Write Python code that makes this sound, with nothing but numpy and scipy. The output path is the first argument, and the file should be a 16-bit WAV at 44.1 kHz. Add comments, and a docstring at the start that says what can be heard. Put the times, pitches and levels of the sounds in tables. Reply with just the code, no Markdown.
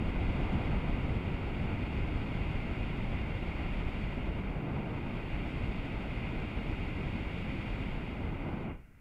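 """A balloon's gas burner starts with a large flame that settles: rumble and roar over hissing gas jets.
The roar flares early on; near 4.7 s the gas flow sags and recovers while the roar flares again. The flow
then tapers, the roar flares once more and the valve shuts near 8.7 s, leaving the steady pilot flame.
Each part is spectrally shaped noise with slow random level drift, coloured by the resonances of
a small camera's closed housing."""
import sys
import numpy as np
from scipy import signal
from scipy.fft import rfft, irfft, next_fast_len
from scipy.io import wavfile
from scipy.ndimage import uniform_filter1d

SR = 44100
rng = np.random.default_rng(int(sys.argv[2]) if len(sys.argv) > 2 else 0)


def store_wav(level_fs):
    """Save 16-bit WAV to argv[1]."""
    pcm = np.round(np.clip(np.atleast_2d(level_fs), -1, 1) * 32767)
    wavfile.write(sys.argv[1], SR, pcm.T.astype(np.int16))


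N = 397251
FULL_FLOW_DB = -60.5  # fizz level that stands for full gas flow
SETTLE_S = 3.84  # time constant of the large early flame


def from_db(db):
    """Amplitude gain is ten to the power of a twentieth of the level in decibels."""
    return 10 ** (np.asarray(db) / 20)


def rms_one(x):
    """Normalisation: dividing by the root mean square gives unit effective value."""
    return x / np.sqrt(np.mean(x ** 2) + 1e-20)


def drift(corner_hz):
    """Low-pass random process: white noise through two equal real poles wanders slowly; rms 1."""
    step = 40  # samples between the points of the drift
    settling = 2000  # points dropped while the filter settles
    pole = np.exp(-2 * np.pi * corner_hz * step / SR)
    noise = rng.standard_normal(N // step + settling + 2)
    slow = signal.lfilter([1], [1, -2 * pole, pole ** 2], noise)[settling:]
    return np.interp(np.arange(N) / step, np.arange(len(slow)), rms_one(slow))


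def housing(x):
    """Cavity resonance: second-order sections in cascade boost or absorb narrow bands."""
    # resonances and dips of the housing: (centre frequency [Hz], width [Hz], gain [dB])
    resonances = [(1132, 180, -3.5), (1764, 380, -7.5), (2062, 280, 4.5), (2360, 92, -1.5),
                  (2646, 140, -4.5), (2794, 116, 4.5), (2947, 120, -6), (4060, 215, -11.5),
                  (4370, 230, 1.5), (6180, 300, -8.5), (6800, 530, 4)]
    for hz, width_hz, gain_db in resonances:
        root_gain = from_db(gain_db / 2)
        angle = 2 * np.pi * hz / SR
        half_width = np.pi * width_hz / SR
        zeros = [1 + half_width * root_gain, -2 * np.cos(angle), 1 - half_width * root_gain]
        poles = [1 + half_width / root_gain, -2 * np.cos(angle), 1 - half_width / root_gain]
        x = signal.lfilter(zeros, poles, x)
    return x


def turbulence(spectrum):
    """Broadband turbulent noise: random phases under a smooth spectrum, heard in the housing; rms 1."""
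    size = next_fast_len(N)
    hz, level_db = np.transpose(spectrum)
    log_hz = np.log(np.fft.rfftfreq(size, 1 / SR) + 1)  # 1 Hz added to keep the logarithm finite
    shape = from_db(np.interp(log_hz, np.log(hz), level_db))
    noise = irfft(rfft(rng.standard_normal(size)) * shape, size)[:N]
    return rms_one(housing(noise))


def gas_flow_db(t):
    """Quasi-steady jet flow: the level of the jets' fizz stands for the flow that feeds the flame."""
    # gas flow, which sags once and tapers before the valve shuts: (time [s], fizz level [dB])
    flow = [(0, -61.5), (.45, -59), (1.3, -61.5), (2.2, -60.5), (4.0, -60.5), (4.65, -66.5), (5.3, -61),
            (5.8, -60.5), (6.5, -60.5), (7.7, -59.5), (8.1, -63), (8.4, -67), (8.62, -68)]
    at_s, level_db = np.transpose(flow)
    return np.interp(t, at_s, level_db)


def early_flame(t):
    """Exponential relaxation: the excess of the large first flame decays as it settles."""
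    return np.exp(-t / SETTLE_S)


def shut_off_db(t, shut_s, fall_db_per_s):
    """Exponential decay: once the valve closes the level falls linearly in decibels."""
    return -fall_db_per_s * np.maximum(t - shut_s, 0)


def rumble(t, eddies):
    """Unsteady heat release: the large flame radiates low noise and follows the gas flow late."""
    # smooth spectrum: (frequency [Hz], level per Hz [dB])
    spectrum = [(8, -12), (20, 7), (45, 8.5), (100, 3.5), (160, -6), (300, -58), (1000, -110)]
    settled_db, early_db = -39, 5.5  # settled flame at full flow; extra at first
    follows, lag_s = 0.39, 0.085  # share of the flow's swing in dB; delay of the tall flame
    level_db = settled_db + early_db * early_flame(t)
    level_db = level_db + follows * (gas_flow_db(t - lag_s) - FULL_FLOW_DB)
    level_db = level_db + shut_off_db(t, 8.72, 140)
    flicker_db = 1.36 * eddies + 0.41 * drift(7.8)
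    return from_db(level_db + flicker_db) * turbulence(spectrum)


def roar(t, eddies):
    """Combustion roar: turbulent burning radiates mid-band noise, with brief swells of level."""
    # smooth spectrum: (frequency [Hz], level per Hz [dB])
    spectrum = [(50, -36), (100, -3), (170, -1), (280, -5), (480, -14), (900, -16.5), (1500, -21.5),
                (2200, -32), (5000, -100)]
    # flare-ups of the roar, bell-shaped in dB: (centre time [s], half width at 1/e [s], rise [dB])
    flares = [(.55, .28, 2.5), (4.8, 0.22, 2.5), (8.5, 0.11, 3)]
    settled_db, early_db = -40.5, 3.5  # settled flame; extra at first
    flares_db = sum(rise_db * np.exp(-((t - at_s) / width_s) ** 2) for at_s, width_s, rise_db in flares)
    level_db = settled_db + early_db * early_flame(t) + flares_db
    level_db = level_db + shut_off_db(t, 8.705, 209)
    flicker_db = 0.48 * eddies + 0.17 * drift(26.0)
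    return from_db(level_db + flicker_db) * turbulence(spectrum)


def jets(t, eddies):
    """Jet noise: gas mixing with air at the nozzles hisses, following part of the flow's swing."""
    # smooth spectrum: (frequency [Hz], level per Hz [dB])
    spectrum = [(700, -29), (1400, -7), (2000, -1.5), (2500, 1), (3000, -7.5), (3800, -30), (7000, -80)]
    full_db, follows = -49, 0.73  # hiss at full flow; share of the flow's swing in dB
    level_db = full_db + follows * (gas_flow_db(t) - FULL_FLOW_DB)
    level_db = level_db + shut_off_db(t, 8.7, 170)
    flicker_db = 0.15 * eddies + 0.43 * drift(19.0)
    return from_db(level_db + flicker_db) * turbulence(spectrum)


def fizz(t, eddies):
    """Fine-scale jet noise: the highest hiss tracks the gas flow fully and starts to die first."""
    # smooth spectrum: (frequency [Hz], level per Hz [dB])
    spectrum = [(2000, -22), (2800, -2), (3300, -0.5), (4400, -8.5), (5500, -21.5), (7000, -25.5),
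                (9200, -27), (11000, -36), (16000, -40)]
    level_db = gas_flow_db(t) + shut_off_db(t, 8.62, 110)
    flicker_db = 0.32 * eddies + 0.47 * drift(12.0)
    return from_db(level_db + flicker_db) * turbulence(spectrum)


def burner():
    """Common modulation: large eddies make flame and jets waver together over their own flicker."""
    t = np.arange(N) / SR
    eddies = drift(14.4)
    return rumble(t, eddies) + roar(t, eddies) + jets(t, eddies) + fizz(t, eddies)


def pilot_flame():
    """Stationary combustion noise: a small flame sounds at a constant level throughout."""
    # smooth spectrum: (frequency [Hz], level per Hz [dB])
    spectrum = [(10, -1), (40, 4), (220, -9.5), (420, -20), (1000, -28.5), (1500, -20), (2700, -26.5),
                (3300, -43), (6000, -70)]
    return from_db(-55.5) * turbulence(spectrum)


def scene():
    """Superposition: the pressures of the blast and the pilot flame add, in one channel."""
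    return (burner() + pilot_flame())[None]


def record(dry):
    """Quadratic distortion, additive preamplifier hiss and a steep low-pass filter, in that order."""
    lopsided = 0.74  # per unit of pressure: compressions come out taller than rarefactions
    hiss_db, cutoff_hz = -79.5, 15720  # hiss level ahead of the low-pass; its stop-band edge
    squared = dry ** 2
    # subtracting the local mean removes the offset that squaring adds
    wet = dry + lopsided * (squared - uniform_filter1d(squared, size=4001))
    wet = wet + from_db(hiss_db) * rng.standard_normal(dry.shape)
    low_pass = signal.cheby2(30, 40, cutoff_hz, fs=SR, output="sos")
    return signal.sosfilt(low_pass, wet)


dry = scene()
out = record(dry)
store_wav(out)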